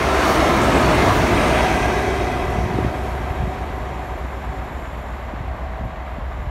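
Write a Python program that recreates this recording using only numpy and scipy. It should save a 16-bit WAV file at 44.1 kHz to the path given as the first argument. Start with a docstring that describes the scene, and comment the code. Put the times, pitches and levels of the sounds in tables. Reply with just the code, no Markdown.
"""The last coach and rear power car of a diesel express sweep past a platform and draw away, 6.5 seconds.
First the wheels roar, rattle, ring and scrape (coloured noise and short bursts), brief narrow tones stand out,
and a flange squeaks (a sine). The engine throbs (beating sines) and drops in pitch as it passes; then the fans
howl backwards (resonant noise and wavering sines), and an airy whistle and a fading rush (noise) join in.
Behind the train the rails sing faintly (narrow noise), sinking after five seconds, while puffs of wind (noise
bursts and pulses) buffet the microphone over a steady low breeze; a faint far hum (a sine) swells late."""
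import sys
import numpy as np
from scipy import signal
from scipy.fft import rfft, irfft, next_fast_len
from scipy.io import wavfile
from scipy.ndimage import uniform_filter1d, map_coordinates

SR = 44100
rng = np.random.default_rng(int(sys.argv[2]) if len(sys.argv) > 2 else 0)


def wav_record(signal):
    """Record a signal, one row per channel, as 16-bit PCM in the file named by sys.argv[1]."""
    frames = np.transpose(np.atleast_2d(signal))
    bounded = np.clip(frames, -1, 1)
    # unit amplitude maps onto the largest positive 16-bit level
    quanta = np.round(bounded * 32767).astype(np.int16)
    wavfile.write(sys.argv[1], SR, quanta)


N = 286629
TIME_S = np.arange(N) / SR

SPEED_M_PER_S, SOUND_M_PER_S = 15.5, 343  # the train, and sound in air
TRACK_M = 4.5  # distance to the track
ENGINE_PASS_S, FAN_PASS_S = 1.14, 1.335  # when each is abreast


# Exhaust tones of the engine. 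Each row: multiple of the shaft speed, relative level in dB.
EXHAUST_ORDERS = [(4, -32), (5, -27), (6, -20), (7, -3), (8, 0), (9, -9), (11, -14), (12, -11), (13, -11.5),
                  (15, -12.5), (18, -12), (19, -17)]
EIGHTH_ORDER_HZ = 63.66  # eighth shaft order as the engine recedes
THROB_DB, THROB_FALL_DB = -24, 1.47  # level abreast before the surge, loss per doubling of distance
SURGE_S, SURGE_LENGTH_S, SURGE_DB = 0.94, 0.091, 2.5  # swell as the exhaust goes by: peak, half length, gain


def engine(drift_rad=0.23, unsteady_db=1.1):
    """Beating: uneven cylinders excite every shaft order, and neighbours beat about eight times a second."""
    shaft = 2 * np.pi * np.cumsum(EIGHTH_ORDER_HZ * doppler(ENGINE_PASS_S)) / SR / 8
    # the overtones beam backwards
    overtone_db = beamed(0.44, -1.7, behind_db=8, loss_db_per_m=0.14)
    tones = np.zeros(N)
    for order, db in EXHAUST_ORDERS:
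        level_db = db + unsteady_db * wobble(3.58)
        if order > 9:
            level_db = level_db + overtone_db
        phase = order * shaft + rng.uniform(0, 2 * np.pi) + drift_rad * wobble(6)
        tones += amp(level_db) * np.sin(phase)
    surge_db = SURGE_DB * np.exp(-((TIME_S - SURGE_S) / SURGE_LENGTH_S) ** 2)
    return amp(THROB_DB + surge_db + spreading(ENGINE_PASS_S, THROB_FALL_DB)) * unit(tones)


# The last three bogies. Each row: time abreast in seconds, roar in dB before the gains of its near and far parts.
BOGIES = [(.31, -23), (.96, -23.5), (1.56, -27)]
AHEAD_DB, AHEAD_FADE_DB_PER_S = -36.5, 0.56  # wheels far down the line: level at the start, fading


def rolling():
    """Energy summation: all roar (dB), last bogies below their loudest (dB), and the share sounding close."""
    near = sum(amp(db) ** 2 * (TRACK_M / passing(s)[0]) ** 2 for s, db in BOGIES)
    ahead = amp(AHEAD_DB - AHEAD_FADE_DB_PER_S * TIME_S) ** 2
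    total = near + ahead
    close = (near / total) ** 2.93
    return 10 * np.log10(total), 10 * np.log10(near / near.max()), close


# Roar spectrum of wheels close by. Each row: frequency in Hz, spectral level in dB.
NEAR_ROAR = [(150, -43), (330, -1.5), (480, -6.5), (640, 2.5), (780, -2.5), (880, -8), (1040, -2.5),
             (1330, -3.5), (1450, -7.5), (1650, -5), (1870, -9.5), (2150, -8), (2900, -15), (4500, -30)]
# Roar spectrum of wheels far down the line. Each row: frequency in Hz, spectral level in dB.
FAR_ROAR = [(150, -39), (330, -18), (470, -4.5), (630, 3.5), (750, 1.5), (820, -1.7), (930, 0),
            (1150, -0.7), (1400, -7.5), (1600, -5.5), (1750, -7.5), (2030, -7.5), (2400, -14), (3800, -24),
            (4900, -37)]


def wheel_roar():
    """Rolling contact: rough steel on steel excites broadband noise, duller with distance."""
    roar_db, _, close = rolling()
    near = np.sqrt(close) * amp(3.5) * patchy(noise(colour(NEAR_ROAR)), depth_db=1.5)
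    far = np.sqrt(1 - close) * amp(3.0) * noise(colour(FAR_ROAR))
    return (near + far) * amp(roar_db) * rattle(rate=30, decay=0.0081, depth=0.22)


# Rumble spectrum of the bogies and bodies. Each row: frequency in Hz, spectral level in dB.
BODY_RUMBLE = [(20, -32), (42, 3), (80, 0.5), (125, 0), (175, -1.5), (245, 3), (330, 1.3), (410, -1),
               (520, -5.5), (900, -4.5), (2000, -68)]
BODY_PASS_S, BODY_M = 0.96, 9.55  # middle of the bodies: time abreast, effective distance
BODY_DB, BODY_FALL_DB = -17, 8  # level abreast before the hold, loss per doubling of distance
BODY_HOLD_DB = -2  # the bodies are long, so the rumble levels off here while alongside


def body_rumble():
    """Extended source: long bodies radiate a low rumble whose level flattens while they are alongside."""
    distance_db = np.minimum(spreading(BODY_PASS_S, BODY_FALL_DB, BODY_M), BODY_HOLD_DB)
    return amp(BODY_DB + distance_db) * noise(colour(BODY_RUMBLE))


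# Hiss spectrum of wheels close by. Each row: frequency in Hz, spectral level in dB.
NEAR_HISS = [(1500, -3.5), (2900, -2.5), (3700, 2), (4250, 0), (5300, -1), (6200, -3), (7600, -8.5),
             (9000, -8), (10450, -12.5), (11200, -13), (12500, -17), (15600, -21.5)]
# Hiss spectrum of the distant line. Each row: frequency in Hz, spectral level in dB.
FAR_HISS = [(1500, -4), (3500, 4), (4400, 2), (5700, -2.5), (7500, -10), (9000, -13), (12500, -12),
            (15600, -18)]
HISS_DB, HISS_GROWS = -31.5, 0.9  # hiss at the loudest bogie roar before the loss below, its dB per dB of roar
HISS_LOSS_DB_PER_S = 3  # air and fence swallow the hiss once the last bogie has gone


def wheel_hiss():
    """Absorption: contact noise hisses beside the bogies and is lost with distance to a faint steady remainder."""
    _, near_db, _ = rolling()
    gone_s = np.maximum(TIME_S - BOGIES[-1][0], 0)
    level = amp(HISS_DB + HISS_GROWS * near_db - HISS_LOSS_DB_PER_S * gone_s)
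    near = level * patchy(noise(colour(NEAR_HISS)), depth_db=1.35) * rattle(rate=37, decay=0.0067, depth=0.14)
    return near + amp(-59.5) * noise(colour(FAR_HISS))


# Wheel and bogie resonances. Each row: frequency in Hz when receding, width in Hz, relative level in dB.
WHEEL_MODES = [(290, 14, 0), (355, 13, 1), (613, 13, 0), (694, 8.3, 3), (897, 30, -5.5), (967, 17, 1),
               (1204, 23, -3), (1470, 43, -22), (2038, 82, -11)]


def wheel_ringing():
    """Modal resonance: rolling noise excites the steel, whose modes slide down in pitch as they pass."""
    roar_db, _, close = rolling()
    return close * amp(roar_db - 2.5) * moving(resonances(WHEEL_MODES), 0.8)


def rattle(rate, decay, depth):
    """Random impacts: jolts, rate a second, each lift the roar and die away over decay seconds."""
    jolts = (rng.random(N) < rate / SR) * amp(3 * rng.standard_normal(N))
    dying = signal.lfilter([1], [1, -np.exp(-1 / (decay * SR))], jolts)
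    return unit(1 + depth * uniform_filter1d(dying, size=130))


# Fan blade tones; close pairs beat. Each row: frequency in Hz when receding before the fans' speed drift,
# level in dB abreast before the loss over distance, loss in dB per metre, and the time in seconds
# when the grille turns towards the listener.
BLADE_TONES = [(359, -37, .5, 1.75), (382, -35.5, .52, 1.85), (406, -36.5, .68, 1.9), (424, -43, .6, 1.9),
               (709, -45, .29, 1.8), (735, -35.5, .55, 1.25), (747, -44.5, .17, 2.0)]
BEHIND_DB, FAN_RISE_PER_S = 10.5, .004  # gain heard from behind; share by which the fans speed up
TONE_RISE_S = .07  # how quickly a tone comes in


def blade_tones(flutter_rad=.42, wander_hz=2.6, swing_db=2.2):
    """Blade passing: each fan sounds a wavering tone that comes in as its grille turns to the listener."""
    speed = doppler(ENGINE_PASS_S) * (1 + FAN_RISE_PER_S * (TIME_S - FAN_PASS_S))
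    whine = np.zeros(N)
    for hz, db, loss, start in BLADE_TONES:
        level = amp(beamed(FAN_PASS_S, db, BEHIND_DB, loss) + swing_db * wobble(12))
        level *= .5 + .5 * np.tanh((TIME_S - start) / TONE_RISE_S)
        phase = 2 * np.pi * np.cumsum(hz * speed + wander_hz * wobble(9)) / SR
        whine += level * np.sqrt(2) * np.sin(phase + flutter_rad * wobble(40))
    return whine


# Fan duct resonances. Each row: frequency in Hz when receding, width in Hz, relative level in dB.
DUCT_MODES = [(386, 46, -5), (640, 140, -7), (727, 27, 2), (966, 78, -5.5), (1610, 90, -10.5),
              (2002, 96, -9.5), (2286, 140, -14.5), (2520, 160, -15), (3230, 200, -20), (3765, 50, -21),
              (4450, 44, -26.5)]
DUCT_DB, DUCT_BEHIND_DB, DUCT_LOSS_DB_PER_M = -31.5, 8.5, 0.42  # abreast before distance loss; gain behind; loss
GRILLE_DB, GRILLE_SIDE_DB = -3, 12  # treble gain seen end-on, and what side-on adds to it


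def duct_howl():
    """Duct resonance and directivity: fan noise howls in its ducts, and the grilles beam its treble sideways."""
    howl = patchy(moving(resonances(DUCT_MODES), ENGINE_PASS_S), depth_db=1.8)
    treble = filtered(howl, lambda hz: 1 - 1 / (1 + (hz / 1300) ** 6))
    lift_db = GRILLE_DB + GRILLE_SIDE_DB * TRACK_M / passing(FAN_PASS_S)[0]
    level = amp(beamed(FAN_PASS_S, DUCT_DB, DUCT_BEHIND_DB, DUCT_LOSS_DB_PER_M))
    return level * (howl + (amp(lift_db) - 1) * treble)


def fans():
    """Superposition: duct howl and blade tones waver together in level."""
    return amp(0.95 * wobble(7.6)) * (duct_howl() + blade_tones())


VENT_S, VENT_RISE_S = 1.33, .04  # comes into earshot, how fast
VENT_DB, VENT_FADE_DB_PER_S = -44, 17  # level before the fade, fading


def vent():
    """Jet noise: an airy rush sets in as the roof outlets go by and fades steadily."""
    t = TIME_S - VENT_S
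    level = (.5 + .5 * np.tanh(t / VENT_RISE_S)) * amp(VENT_DB - VENT_FADE_DB_PER_S * np.maximum(t, 0))
    return level * noise(resonances([(8800, 900, 0)]))  # centre Hz, width Hz, dB


# Bells of band noise: mostly wheels brushing the rail; at 1.85 s a long airy whistle near 6 kHz, probably from
# the engine's turbocharger; at 2.62 and 3.05 s soft airy swells of treble as the train draws away.
# Each row: peak time in seconds, half length in seconds, centre in Hz, width in Hz, level at the peak in dB.
NOISE_BELLS = [(0.202, .25, 900, 450, -27.5), (.25, 0.5, 2140, 90, -42), (.27, .14, 4450, 300, -42),
               (.2, .2, 6100, 700, -45), (.3, 0.14, 660, 150, -26), (.31, .087, 12950, 5000, -42),
               (.42, 0.21, 730, 46, -30.5), (.634, .036, 7600, 2600, -36), (.76, .05, 7800, 900, -45),
               (0.55, 0.3, 1310, 85, -30), (.882, .011, 14000, 4000, -45), (1.05, .02, 14000, 4000, -49),
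               (1.12, .06, 1040, 280, -26), (1.16, .09, 14000, 4000, -47), (1.851, 0.55, 6000, 700, -45),
               (1.921, 0.27, 1620, 60, -37), (2.206, .04, 3800, 120, -46), (2.62, .2, 5900, 700, -53),
               (3.05, .36, 10500, 4500, -58)]


def scrapes_and_airy_swells():
    """Band-limited noise: brushing wheels, an airy whistle and treble swells each rise and fall as a bell."""
    return sum(amp(db) * swell(s, length, resonances([(hz, width, 0)])) for s, length, hz, width, db in NOISE_BELLS)


# Brief narrow tones standing out of the roar and fan howl; the last is a faint far hum near 650 Hz that swells
# slowly late in the scene. Each row: peak time in seconds, half length in seconds, frequency in Hz,
# level at the peak in dB.
NARROW_TONES = [(.02, .05, 2099, -35), (.16, .06, 732, -29), (.39, .06, 322, -25), (.45, .06, 753, -27.5),
                (.44, .05, 2174, -36), (.43, .06, 1076, -30), (.54, .07, 1033, -27.5),
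                (.55, .05, 2379, -36.5), (.69, .05, 1281, -29), (.74, .08, 672, -26), (.77, .04, 2454, -36),
                (.84, .06, 1001, -27.5), (.94, .06, 613, -25), (1.04, .05, 2174, -34.5),
                (1.11, .07, 968, -27.5), (1.23, .06, 645, -24.5), (1.29, .06, 344, -25),
                (1.38, .05, 2562, -38), (1.43, .06, 1324, -31.5), (1.45, .07, 732, -27.5),
                (1.47, .09, 2070, -35.5), (1.5, .05, 1658, -35), (1.69, .06, 742, -22.5),
                (1.72, .06, 2217, -33), (1.79, .05, 2465, -39.5), (1.79, .07, 2008, -36.5),
                (1.87, .06, 1636, -35), (2.03, .06, 1625, -38), (2.09, .05, 2250, -38),
                (2.12, .06, 2013, -37.5), (2.3, .06, 2024, -38.5), (2.54, .06, 2013, -41),
                (5.7, .74, 651, -44.5)]


def narrow_tones():
    """Tonal prominence: narrow tones stand out of the noise; each swells and dies away."""
    return sum(amp(db) * narrow_tone(s, length, hz) for s, length, hz, db in NARROW_TONES)


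def narrow_tone(s, length, hz, flutter_rad=.3):
    """Phase modulation: a sine of unsteady phase under a bell around time s, of rms 1 at its top."""
    t = TIME_S - s
    phase = 2 * np.pi * (hz * t + rng.random()) + flutter_rad * wobble(45)
    return np.sqrt(2) * np.exp(-2 * (t / length) ** 2) * np.sin(phase)


# Course of a brief flange squeak. Each row: time in seconds, frequency in Hz, peak level in dB.
FLANGE_SQUEAK = [(.82, 4420, -65), (.85, 4450, -31), (.87, 4560, -36), (.90, 4530, -72)]


def squeak():
    """Stick-slip: the slipping flange sounds one gliding, unsteady tone."""
    hz, db = curves(FLANGE_SQUEAK)
    slipping = (TIME_S > FLANGE_SQUEAK[0][0]) & (TIME_S < FLANGE_SQUEAK[-1][0])
    return slipping * amp(db) * np.sin(2 * np.pi * np.cumsum(hz) / SR + .4 * wobble(150))


# Middle waves that travel far along the rail. Each row: frequency in Hz, width in Hz, relative level in dB.
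RAIL_MIDDLE = [(5130, 110, -3), (7150, 520, 5), (8507, 250, -4), (9750, 400, -8)]
# High waves that travel far along the rail. Each row: frequency in Hz, width in Hz, relative level in dB.
RAIL_HIGH = [(11370, 600, -1.5), (11500, 90, 5), (13800, 2200, -12)]
SING_DB, SING_HIGH_DB, SING_CLOSE_DB = -62.5, -63.7, 10  # middle and high before the drop; high's gain near wheels
SING_HOLD_S, SING_RELEASE_S, SING_DROP_DB = 5.02, 0.5, 6  # holds until then, time to sink, drop


def rail_singing():
    """Guided waves: the rail carries its ringing back from far down the line, and it finally sinks."""
    sunk_db = SING_DROP_DB * np.clip((TIME_S - SING_HOLD_S) / SING_RELEASE_S, 0, 1)
    close = rolling()[2]
    middle = amp(SING_DB - sunk_db + 1.2 * wobble(10)) * noise(resonances(RAIL_MIDDLE))
    high_db = SING_HIGH_DB + SING_CLOSE_DB * close - sunk_db + 0.9 * wobble(10)
    return middle + amp(high_db) * noise(resonances(RAIL_HIGH))


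# Gusts on the microphone. Each row: peak time in seconds, half length in seconds, level in dB before buffeting.
PUFFS = [(2.45, 0.12, -26), (2.64, 0.06, -21), (2.8, 0.08, -22), (3.42, 0.072, -25.5), (5.45, 0.16, -31),
         (5.836, 0.066, -27.5), (6.4, 0.32, -31.5)]
BUFFET_RATE_PER_S, BUFFET_DB = 40, 3  # how fast and how deeply a gust flutters


def gusts():
    """Turbulent pressure: puffs of wind swell as low noise and flutter."""
    puffs = sum(amp(db) * swell(s, length, eddy(length, db)) for s, length, db in PUFFS)
    return puffs * unit(amp(BUFFET_DB * wobble(BUFFET_RATE_PER_S)))


EDDY_HZ, EDDY_S, EDDY_DB = 161, 0.038, -21  # a reference gust: upper edge, half length, level
EDDY_SHORT_POWER, EDDY_STRONG_POWER = 0.28, 0.31


def eddy(length, db):
    """Turbulence scaling: the shorter and stronger a puff, the higher its spectrum reaches."""
    shortness = (EDDY_S / length) ** EDDY_SHORT_POWER
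    edge_hz = EDDY_HZ * shortness * amp(db - EDDY_DB) ** EDDY_STRONG_POWER
    return colour([(24, -25), (46, 0), (edge_hz, -1), (2 * edge_hz, -20), (8 * edge_hz, -62)])


# Single eddies that thump the microphone. Each row: time in seconds, centre in Hz, peak level in dB.
THUMPS = [(2.353, 130, -15), (2.589, 139, -13), (2.642, 109, -13), (2.664, 170, -14), (2.71, 120, -13.5),
          (2.742, 190, -14), (2.757, 100, -12), (2.789, 290, -6), (2.849, 200, -11), (2.865, 100, -12),
          (2.882, 110, -16), (3.311, 90, -14.5), (3.407, 90, -15), (3.425, 140, -21), (3.439, 120, -12.5),
          (3.478, 129, -13), (5.339, 210, -19.5), (5.41, 95, -18), (5.514, 85, -24), (5.541, 95, -23),
          (5.812, 160, -22), (5.852, 200, -26.5), (5.885, 100, -23), (6.186, 190, -20), (6.426, 85, -25),
          (6.474, 85, -20)]


def thumps():
    """Pressure pulses: single sharp eddies cross the microphone."""
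    return sum(amp(db) * thump(s, hz) for s, hz, db in THUMPS)


def thump(s, hz):
    """A vortex pulse: a short push between two weaker pulls."""
    u = np.clip(np.pi * hz * (TIME_S - s), -10, 10)
    return (1 - 2 * u ** 2) * np.exp(-u ** 2)


def breeze():
    """Flow noise: open air makes a steady low rumble on the microphone, slowly swinging in level."""
    air = colour([(23, -32), (43, 6.0), (75, 3.5), (110, -13.0), (150, -6.5), (220, -9.5), (500, -38)])
    return amp(-34.5 + 1 * wobble(3.1)) * noise(air)


def passing(s, side_m=TRACK_M):
    """Geometry of a pass: distance in metres and cosine of the bearing (1 = going away), abreast at time s."""
    gone_m = SPEED_M_PER_S * (TIME_S - s)
    metres = np.hypot(side_m, gone_m)
    return metres, gone_m / metres


def doppler(s):
    """Doppler effect: heard pitch over the receding pitch, for a source abreast at time s."""
    mach = SPEED_M_PER_S / SOUND_M_PER_S
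    return (1 + mach) / (1 + mach * passing(s)[1])


def moving(response, s):
    """Doppler shift of noise: its colour slides down as it goes by at time s."""
    read = np.cumsum(doppler(s))
    return unit(map_coordinates(noise(response, size=N + SR), [read]))


def spreading(s, fall_db, side_m=TRACK_M):
    """Spreading loss: level in dB, 0 when abreast, fall_db lower at each doubling of distance."""
    return -fall_db * np.log2(passing(s, side_m)[0] / side_m)


def beamed(s, db, behind_db, loss_db_per_m):
    """Directivity: level in dB of a source that faces backwards and slips behind the fence as it recedes."""
    metres, away = passing(s)
    return db + behind_db * away - loss_db_per_m * metres


def amp(db):
    """Logarithmic level: decibels to gain."""
    return 10 ** (np.asarray(db) / 20)


def unit(x):
    """Normalisation of power: scale to rms 1."""
    return x / np.sqrt(np.mean(x ** 2) + 1e-20)


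def curves(rows):
    """Linear interpolation: one value per sample for each column after the time."""
    s, *cols = np.transpose(rows)
    return [np.interp(TIME_S, s, c) for c in cols]


def wobble(rate):
    """Slow random modulation: a smooth curve with rate knots a second."""
    knots = rng.standard_normal(int(N * rate / SR) + 4)
    return map_coordinates(knots, [np.arange(N) * rate / SR])


def filtered(x, response):
    """Linear filtering: the spectrum of x times a response of frequency."""
    m = next_fast_len(len(x) + 8192)
    return irfft(rfft(x, m) * response(np.fft.rfftfreq(m, 1 / SR)), m)[:len(x)]


def colour(points):
    """Spectral shaping: the response through (Hz, dB) points on a log axis, steep above the last."""
    f, db = np.transpose(points)

    def response(hz):
        gain_db = np.interp(np.log(hz + 1), np.log(f), db, left=-120)
        return amp(gain_db) * np.minimum(1, f[-1] / (hz + 1)) ** 4
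    return response


def resonances(modes):
    """Modal summation: the powers of (Hz, width, dB) modes with steep skirts add up."""
    def response(hz):
        power = sum(amp(db) ** 2 / (1 + ((hz - c) / w) ** 2 * 2) ** 2 for c, w, db in modes)
        return np.sqrt(power)
    return response


def noise(response, size=N):
    """Filtered randomness: coloured noise of rms 1."""
    return unit(filtered(rng.standard_normal(size), response))


def swell(s, length, response):
    """Amplitude envelope: a bell of coloured noise around time s, of rms 1 at its top."""
    t = np.arange(-SR, SR) / SR
    bell = np.exp(-2 * (t / length) ** 2)
    burst = noise(response, size=len(t)) * bell
    burst *= np.linalg.norm(bell) / np.linalg.norm(burst)
    return np.interp(TIME_S, s + t, burst, left=0, right=0)


PATCH_HZ, PATCH_S = 190, .07  # size of the loud and soft patches


def patchy(x, depth_db):
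    """Time-frequency modulation: patches of random gain laid over a sound."""
    z = signal.stft(x, nperseg=1024)[2]
    field = rng.standard_normal(z.shape)
    for _ in range(2):
        field = uniform_filter1d(field, size=max(1, round(PATCH_HZ * 1024 / SR)), axis=0)
        field = uniform_filter1d(field, size=max(1, round(PATCH_S * SR / 512)), axis=1)
    return unit(signal.istft(z * amp(depth_db * unit(field)), nperseg=1024)[1][:N])


def scene():
    """Superposition: the train and the wind add up at one microphone."""
    wheels = wheel_roar() + body_rumble() + wheel_hiss() + wheel_ringing()
    details = scrapes_and_airy_swells() + narrow_tones() + squeak()
    wind = gusts() + thumps() + breeze()
    return (engine() + wheels + fans() + vent() + details + rail_singing() + wind)[None]


# Narrow dips in the microphone's response. Each row: frequency in Hz, width in Hz, level in dB of the part cancelled.
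MICROPHONE_DIPS = [(4920, 210, -7.5), (10400, 470, -9.5)]
TOP_HZ = 15720  # band limit


def record(dry):
    """Frequency response: the microphone has two dips in its treble, and nothing passes above the band limit."""
    def response(hz):
        return (1 - resonances(MICROPHONE_DIPS)(hz)) * (hz < TOP_HZ)
    return np.array([filtered(channel, response) for channel in dry])


dry = scene()
out = record(dry)
wav_record(out)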